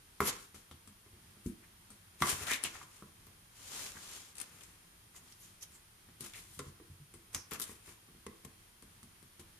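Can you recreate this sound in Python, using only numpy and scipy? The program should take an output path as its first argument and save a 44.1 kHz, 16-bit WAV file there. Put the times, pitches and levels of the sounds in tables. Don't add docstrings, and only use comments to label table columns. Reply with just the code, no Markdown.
import sys
import numpy as np
from scipy import signal
from scipy.fft import rfft, irfft, next_fast_len
from scipy.io import wavfile
from scipy.ndimage import uniform_filter1d

SR = 44100
rng = np.random.default_rng(int(sys.argv[2]) if len(sys.argv) > 2 else 0)


def digitize_waveform(pressure):
    field = np.atleast_2d(pressure).T
    bounded = np.clip(field, -1, 1)
    quanta = np.round(bounded * 32767).astype(np.int16)
    wavfile.write(sys.argv[1], SR, quanta)


N = 422919

# pitch in Hz, likeness from 0 to 1.
LIKENESS = [(60, 0.99), (130, 1), (290, 0.72), (630, 0.), (15000, 0.)]


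def box_blows():
    # start in seconds, corner, panel and air levels in dB, panel pitch in Hz.
    hits = [(0.204, -17, -25.5, -39, 346), (0.544, -53, -50, -55, 208), (0.712, -47, -50, -48.5, 208),
            (0.875, -53.5, -54, -55, 215), (1.062, -56, -55, -76, 202), (1.13, -60, -54.5, -57, 170),
            (1.368, -62, -53, -62, 186), (1.459, -57, -28.5, -38.5, 223), (1.903, -53.5, -53, -54.5, 207),
            (2.213, -70, -30, -48, 251), (2.222, -15, -34.5, -59, 250), (2.243, -32, -45, -48, 228.6),
            (2.326, -57, -41, -40, 161), (2.411, -50, -45.5, -45, 458), (2.638, -46, -47.5, -54, 217),
            (2.753, -38.5, -79, -73, 549), (2.814, -41, -75, -62, 471), (3.023, -46, -43.5, -54.5, 233),
            (3.27, -57, -54.5, -62, 207), (3.954, -55, -52, -55, 178), (4.544, -68, -61, -70, 175),
            (5.147, -52, -66, -68, 162), (5.22, -70, -61, -63, 161), (6.087, -57, -55.5, -68, 213),
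            (6.206, -56, -45, -51, 197), (6.247, -53, -51, -60, 242), (6.575, -75, -57, -50, 161),
            (6.594, -36, -38, -47, 340), (6.666, -53, -45.5, -43.5, 203), (6.8, -55, -49, -67, 215),
            (6.899, -81, -58, -47, 221), (7, -72, -63.5, -50, 176), (7.141, -54, -49.5, -55.5, 207),
            (7.347, -41, -45, -44.5, 205), (7.519, -40, -37, -63, 220), (7.55, -45, -58, -65, 400),
            (7.599, -42, -46.5, -67, 236), (7.694, -47.5, -43, -53.5, 208), (7.878, -53, -52, -51, 330),
            (8.086, -61, -54, -75, 213), (8.148, -77, -53.5, -60, 191), (8.265, -41, -39, -53, 293),
            (8.45, -50, -42.5, -52, 210), (8.826, -54, -50.5, -53, 210), (9.029, -55.5, -52.5, -50.5, 220),
            (9.227, -62, -54.5, -63, 170), (9.395, -57, -49.5, -51, 208)]
    # pitch in Hz, relative level in dB, seconds to fade by 60 dB.
    air_tones = [(51.7, 1, 0.11), (68.6, -8, 0.092), (89, 13.5, 0.068), (90.6, -4.5, 0.26),
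                 (141, 7.5, 0.11)]
    panel_tones = [(138, 4, 0.022), (186, -0.5, 0.03), (205, -1.5, 0.11), (233, 2, 0.067),
                   (267, -5.5, 0.06), (302.5, 1, 0.059), (337.3, 3.5, 0.085), (392.5, 2, 0.05),
                   (420, -10, 0.062), (560, -15, 0.066), (704, -4, 0.051)]
    corner_tones = [(824, -1, 0.022), (1031, -10.5, 0.097), (1066, -31, 0.067), (1150, 16.5, 0.014),
                    (1293, 14, 0.013), (1512, -3.5, 0.024), (1900, 11.5, 0.0098), (2070, 9.5, 0.011),
                    (2330, -16, .03)]
    out, t = np.zeros(N), np.arange(4096) / SR
    impact, chatter_s = t == 0, 0.023
    for start, corner_db, panel_db, air_db, panel_hz in hits:
        chatter = rng.standard_normal(len(t)) * np.exp(-(t / chatter_s) ** 3)
        thump = ring(air_tones, impact + 0.021 * chatter, rise_s=0.0067)
        padding_s = np.clip(0.00009 * (panel_db - corner_db), 0, 0.005)
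        soft_push = np.convolve(impact + 0.038 * chatter, np.hanning(11 + round(padding_s * SR)))
        panel = ring(panel_tones, soft_push, rise_s=0.0024, centre_hz=panel_hz)
        knock = ring(corner_tones, impact + 0.019 * chatter, rise_s=0.0023)
        for db, sound in (air_db, thump), (panel_db, panel), (corner_db, knock):
            add(out, start, gain_of(db) * sound)
    return out * np.ones((2, 1))


def ring(tones, push, rise_s, centre_hz=None, spread_db=3.5):
    hz, db, fade_s = np.transpose(tones)[:, :, None]
    level_luck, pitch_luck = rng.standard_normal((2, len(tones), 1))
    t = np.arange(SR // 5) / SR
    if centre_hz:
        db = db - 6.5 * np.log2(hz / centre_hz) ** 2
    fades = gain_of(db + spread_db * level_luck - 60 * t / fade_s)
    waves = np.sin(2 * np.pi * hz * (1 + 0.011 * pitch_luck) * t)
    ringing = (fades * waves).sum(0) * (1 - np.exp(-t / rise_s))
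    sound = signal.fftconvolve(ringing, push)
    return sound / abs(sound).max()


def snaps():
    # start in seconds, relative level in dB, centre pitch in Hz,
    # seconds for the fizz to fade by 60 dB, left minus right in dB.
    bursts = [(0.2051, -24.5, 11500, 0.071, 2), (0.545, -48, 8560, 0.06, 10), (0.7125, -44, 3360, 0.16, 8),
              (0.875, -44, 8500, 0.12, 6), (1.4634, -43, 6700, 0.1, 5), (1.904, -42.5, 8900, 0.24, 4),
              (2.221, -19.5, 3380, 0.069, 6.5), (2.2937, -23.5, 8700, 0.13, 8),
              (2.4693, -31, 3350, 0.14, 15), (2.4994, -39, 6600, 0.051, -3), (2.5349, -21.5, 3530, 0.1, 10),
              (2.6381, -19.5, 9300, 0.017, 14), (3.023, -55, 9700, 0.077, 6),
              (3.268, -44, 13200, 0.072, -1), (4.354, -41.5, 8700, 0.045, 15),
              (4.368, -42, 9350, 0.044, 11), (4.3825, -33, 9000, 0.06, 10), (4.4012, -33, 9100, 0.12, 14),
              (4.4143, -30, 8900, 0.06, 14.5), (4.6087, -43, 3100, 0.069, 10), (4.635, -41, 8210, 0.054, 9),
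              (5.3228, -41.5, 5400, 0.07, 2), (5.6114, -47, 7040, 0.06, 4), (5.627, -36, 6950, 0.06, 1),
              (6.208, -33, 9610, 0.12, 7), (6.336, -39, 3320, 0.078, -1), (6.5914, -35.5, 9000, 0.06, 17),
              (7.1393, -42.5, 9000, 0.18, 6), (7.3324, -43, 9000, 0.06, -2), (7.347, -17.5, 7100, 0.038, 4),
              (7.5106, -37, 11800, 0.09, 11), (7.517, -34, 3050, 0.066, 6.0), (7.5228, -41, 3160, 0.06, 0),
              (7.534, -28, 11900, 0.06, 4), (7.5986, -25, 11400, 0.046, 6), (7.6166, -28, 12200, 0.06, 4),
              (7.606, -33, 11500, 0.035, 6), (7.639, -33, 8930, 0.053, 2), (7.9144, -54, 9700, 0.06, 2.5),
              (8.266, -40, 8750, 0.022, 15), (8.449, -37.5, 7200, 0.035, 7),
              (8.8237, -44.5, 9000, 0.095, 9), (9.0305, -43.5, 9200, 0.1, 1), (9.227, -50, 9600, 0.067, 14),
              (9.395, -46, 9620, 0.088, 4)]
    out, t = np.zeros((2, N)), np.arange(4096) / SR
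    hz = np.fft.rfftfreq(len(t), 1 / SR)
    wide_band = 0.58 * hz ** 2 / (hz ** 2 + 1900 ** 2) / (1 + (hz / 11300) ** 4)
    click = gain_of(-60 * t / 0.007)
    for start, db, centre_hz, fade_s, pan_db in bursts:
        peak = np.exp(-(np.log((hz + 1) / centre_hz) / 0.16) ** 2)
        noise = irfft(rfft(rng.standard_normal((2, len(t)))) * (wide_band + peak))
        fizz = 0.68 * gain_of(-60 * t / fade_s)
        add(out, start, gain_of(db - 10) * evened(noise) * (click + fizz) * panned(pan_db)[:, None])
    return out


def rubbing():
    # loudest moment in seconds, level in dB, rise and fall in seconds,
    # body and fine grain in dB compared with the hiss, left minus right in dB.
    strokes = [(0.21, -49, 0.0071, .1, 1, 0, 5), (0.272, -44.5, 0.039, 0.093, 0, -3, -3),
               (0.296, -38.5, 0.045, 0.012, -10, -1, 6), (0.42, -59.5, .3, 0.094, -6.5, -0.5, 5),
               (0.547, -59, .005, 0.11, -4, -0.5, 6), (1.464, -65.5, 0.04, 0.086, -3, 8, 10),
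               (2.221, -50, 0.027, 0.2, 0, 4.5, 6), (2.293, -36, 0.061, 0.096, -5, -2, 5.5),
               (2.435, -48, 0.065, 0.024, 0.5, -1, 8), (2.474, -51, 0.015, 0.16, 4.5, 2, 3),
               (2.521, -40, 0.059, 0.054, -11.5, -5, 7.5), (2.648, -40.5, 0.022, 0.061, -3.5, -4, 6),
               (2.758, -53, 0.05, 0.049, -1, -5, 8), (2.835, -59.5, 0.081, 0.023, 1, -5, 8),
               (2.96, -64, 0.15, 0.19, -3, 1, 4), (4.406, -54.5, 0.06, 0.08, -1, -1, 1),
               (4.54, -65, 0.11, 0.43, 0, 1, 7.5), (4.634, -68, 0.048, .07, -9, -4, 2),
               (5.166, -56.5, 0.018, 0.031, -5, 2, 6), (5.31, -66.5, 0.2, 0.078, -8, -2, 6),
               (5.448, -63, .09, 0.15, -8, 0, 6), (5.633, -52.5, 0.018, 0.024, -10, -2, 7),
               (5.754, -68, 0.11, 0.061, -2, 5, 3.5), (6.209, -57.5, .01, 0.2, -13, -0.5, 5),
               (6.265, -58, 0.067, .045, 0, 1, 8), (6.36, -54.5, 0.022, .13, -6, 1, 4.5),
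               (6.55, -65, 0.084, 0.091, -27, 6, 6), (6.594, -48.5, 0.0046, 0.022, -2, -12, 1),
               (6.69, -64, 0.2, 0.036, -7, -1, 4), (7.355, -58, 0.029, 0.063, 7, 10.5, 0),
               (7.516, -57.5, 0.0072, .05, 7.5, -1, 1), (7.538, -52, 0.026, 0.027, -8, -5, 11),
               (7.562, -53, 0.031, .01, 5.5, -3, 6), (7.605, -49, 0.012, 0.0092, -8, 3, 6),
               (7.622, -45, 0.0084, 0.026, -19, 3.5, 5), (7.638, -58, .03, .012, -13, 3, 1),
               (7.70, -57.5, 0.2, 0.1, -3.5, 3, 6), (7.89, -58.5, 0.075, 0.087, -1.5, 1, 5.5),
               (8.266, -53, 0.0026, 0.013, 0.5, -6, 2), (8.451, -59, 0.0061, .013, -1.5, 4, 8),
               (9.397, -56.5, 0.005, .03, -6, -1.5, 8)]
    # time in seconds, level in dB.
    cloth = [(3.48, -87), (3.568, -62), (3.764, -46.5), (3.848, -46.5), (3.934, -57.5), (3.996, -55.5),
             (4.166, -51.5), (4.21, -57), (4.33, -65)]
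    # pitch in Hz, relative level in dB.
    body_colour = [(150, -5.5), (400, -1), (650, -4.5), (950, -0.5), (1200, 0.5), (1600, -0.5), (2000, -1),
                   (2700, -0.5), (3500, -42)]
    hiss_colour = [(1800, -64), (3000, 4.5), (3800, 4), (4800, 3.5), (6500, 6), (7600, 7.5), (9500, -59)]
    fine_colour = [(6500, -63), (8100, 3), (9800, 4), (11500, -2.5), (13000, -3), (15000, -4)]
    slips_per_s = 5000
    slip_sizes = gain_of(5 * np.minimum(rng.exponential(1, N), 6))
    slips = slip_sizes * (rng.random(N) < slips_per_s / SR)
    grain = uniform_filter1d(slips, 9)
    stutter = wobble(N, 200)
    rough = surrounding_noise() * (2.6 + evened(grain)) * gain_of(1.1 * stutter)
    blended = rough + 0.15 * rough[::-1]
    layers = coloured(rough, hiss_colour), coloured(blended, body_colour), coloured(rough, fine_colour)
    out = np.zeros((2, N))

    def rub(start, level_db, body_db, fine_db, pan_db):
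        hiss, body, fine = (layer[:, round(start * SR):][:, :len(level_db)] for layer in layers)
        high = (hiss + gain_of(fine_db) * fine) * panned(pan_db)[:, None]
        low = gain_of(body_db) * body * panned(0.2 * pan_db)[:, None]
        add(out, start, gain_of(level_db) * (high + low))

    for loudest_s, db, rise_s, fall_s, body_db, fine_db, pan_db in strokes:
        t, level_db = pressure(db, rise_s, fall_s)
        start = loudest_s + t[0]
        skipped = max(-round(start * SR), 0)
        rub(max(start, 0), level_db[skipped:], body_db, fine_db, pan_db)
    times, levels = np.transpose(cloth)
    cloth_db = np.interp(np.arange(times[0], times[-1], 1 / SR), times, levels)
    rub(times[0], cloth_db, body_db=-6, fine_db=-2.5, pan_db=5.5)
    return out


def rasps():
    # loudest moment in seconds, level in dB, rise and fall in seconds,
    # pitch in Hz, glide in Hz per second.
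    scrapes = [(0.274, -35, 0.044, 0.032, 11300, 0), (1.64, -63, 0.027, 0.024, 1900, -2),
               (3.97, -52, 0.027, 0.029, 1510, 0), (4.151, -62, .08, .06, 2990, -3),
               (5.17, -58, .03, 0.031, 7030, 0), (5.41, -60, .03, 0.083, 11500, -2),
               (5.44, -61.5, .05, .05, 6670, -2), (5.63, -52, 0.018, 0.022, 11300, 0),
               (5.752, -61, 0.043, 0.051, 7470, -2), (2.52, -34, 0.064, 0.061, 2012, 10006),
               (2.649, -36.5, 0.0065, 0.039, 2893, -5500), (5.631, -50.5, .025, 0.018, 5960, -2),
               (6.343, -53.5, .012, 0.089, 2260, 4000), (7.354, -47.5, .02, 0.1, 5960, -4000)]
    out = np.zeros((2, N))
    for loudest_s, db, rise_s, fall_s, hz, glide in scrapes:
        t, level_db = pressure(db, rise_s, fall_s)
        tone = np.exp(2j * np.pi * np.cumsum(hz + glide * t) / SR)
        noise = rng.standard_normal((SR // 2, 2, 2))[:len(t)] @ [1, 1j]
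        low_pass = signal.butter(2, 340 + 0.049 * hz, fs=SR)
        roughness = signal.lfilter(*low_pass, noise, axis=0).T
        blended = roughness + 0.24 * roughness[::-1]
        rasp = (blended * tone).real
        add(out, loudest_s + t[0], gain_of(level_db) * evened(rasp))
    return out


def pressure(db, rise_s, fall_s):
    t = np.arange(-2 * rise_s, 2 * fall_s, 1 / SR)
    from_peak = np.where(t < 0, -t / rise_s, t / fall_s)
    return t, db - 20 * from_peak ** 1.3


def room_echoes(x):
    # pitch in Hz, seconds to fade by 60 dB.
    fade_times = [(100, 0.18), (400, 0.41), (1500, 0.47), (6000, 0.25), (14000, 0.077)]
    reflections = surrounding_noise()[:, :SR // 2] * (np.arange(SR // 2) > 250)
    hz, t, bands = signal.stft(reflections, SR, nperseg=512)
    fades = gain_of(-60 * t / value_at(fade_times, hz)[:, None])
    tail = signal.istft(bands * fades, SR, nperseg=512)[1]
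    return signal.fftconvolve(x.mean(0)[None], tail / np.linalg.norm(tail[0]), axes=1)[:, :N]


def background():
    # pitch in Hz, relative level in dB.
    floor_colour = [(12, -19), (20, 11), (61, -7), (108, -2.5), (132, -11.5), (169, -8), (286, -18.5),
                    (319, -14.5), (540, -21.5), (966, -18), (1930, -18.5), (8620, -24.5), (9630, -19.5),
                    (13100, -27), (15000, -30.5)]
    # pitch in Hz, typical wander in Hz, level in dB.
    whines = [(3230, 10.55, -81), (9620, 16, -72), (12980, 34, -75)]
    swell, wander = wobble((2, N), 5000)
    floor = gain_of(-59.5) * coloured(surrounding_noise(), floor_colour)
    bass = signal.sosfiltfilt(signal.butter(2, 300, fs=SR, output="sos"), floor)
    out = gain_of(1.4 * swell) * bass + gain_of(0.45 * swell) * (floor - bass)
    side_offset = np.array([[0], [0.24]])
    for hz, wander_hz, db in whines:
        cycles = np.cumsum(hz + wander_hz * wander) / SR + rng.random() + side_offset
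        out += gain_of(db) * evened(np.sin(2 * np.pi * cycles))
    return out


def shaded(x):
    # pitch in Hz, left minus right in dB before the bass is evened out.
    shade = [(60, 4), (110, -1), (200, 7), (380, -4), (690, -1), (1280, 0), (2350, 5), (4330, -7.5),
             (7990, -3.5), (10500, 4), (14700, 1.5)]
    size = next_fast_len(N)
    hz = np.fft.rfftfreq(size, 1 / SR)
    balance_db = value_at(shade, hz) * (1 - value_at(LIKENESS, hz))
    return irfft(rfft(x, size) * panned(balance_db), size)[:, :N]


def surrounding_noise():
    size = next_fast_len(N)
    likeness = value_at(LIKENESS, np.fft.rfftfreq(size, 1 / SR))
    left, other = rfft(rng.standard_normal((2, size)))
    right = likeness * left + np.sqrt(1 - likeness ** 2) * other
    return irfft(np.array([left, right]), size)[:, :N]


def coloured(x, colour):
    size = next_fast_len(N)
    gains = gain_of(value_at(colour, np.fft.rfftfreq(size, 1 / SR)))
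    return evened(irfft(rfft(x, size) * gains, size)[..., :N])


def wobble(shape, width):
    return evened(uniform_filter1d(uniform_filter1d(rng.standard_normal(shape), width), width))


def value_at(points, hz):
    pitches, values = np.transpose(points)
    return np.interp(np.log(hz + 1), np.log(pitches + 1), values)


def add(mix, start, sound):
    part = mix[..., round(start * SR):][..., :sound.shape[-1]]
    part += sound[..., :part.shape[-1]]


def panned(db):
    return gain_of(np.array([db / 2, -db / 2]))


def evened(x):
    return x / np.sqrt(np.mean(x ** 2) + 1e-20)


def gain_of(db):
    return 10 ** (np.asarray(db) / 20)


def scene():
    knocks, ticks, rubs, scrapes = box_blows(), snaps(), rubbing(), rasps()
    into_room = (gain_of(-9.5) * knocks + gain_of(-13) * ticks
                 + gain_of(-11) * rubs + gain_of(-12) * scrapes)
    return shaded(knocks + ticks + rubs + scrapes) + room_echoes(into_room) + background()


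def record(dry):
    lowest_hz, highest_hz = 48, 14280
    thinned = signal.sosfilt(signal.butter(3, lowest_hz, "high", fs=SR, output="sos"), dry)
    low_pass = signal.firwin(255, highest_hz, window=("kaiser", 9), fs=SR)
    return signal.oaconvolve(thinned, low_pass[None], "same")


dry = scene()
out = record(dry)
digitize_waveform(out)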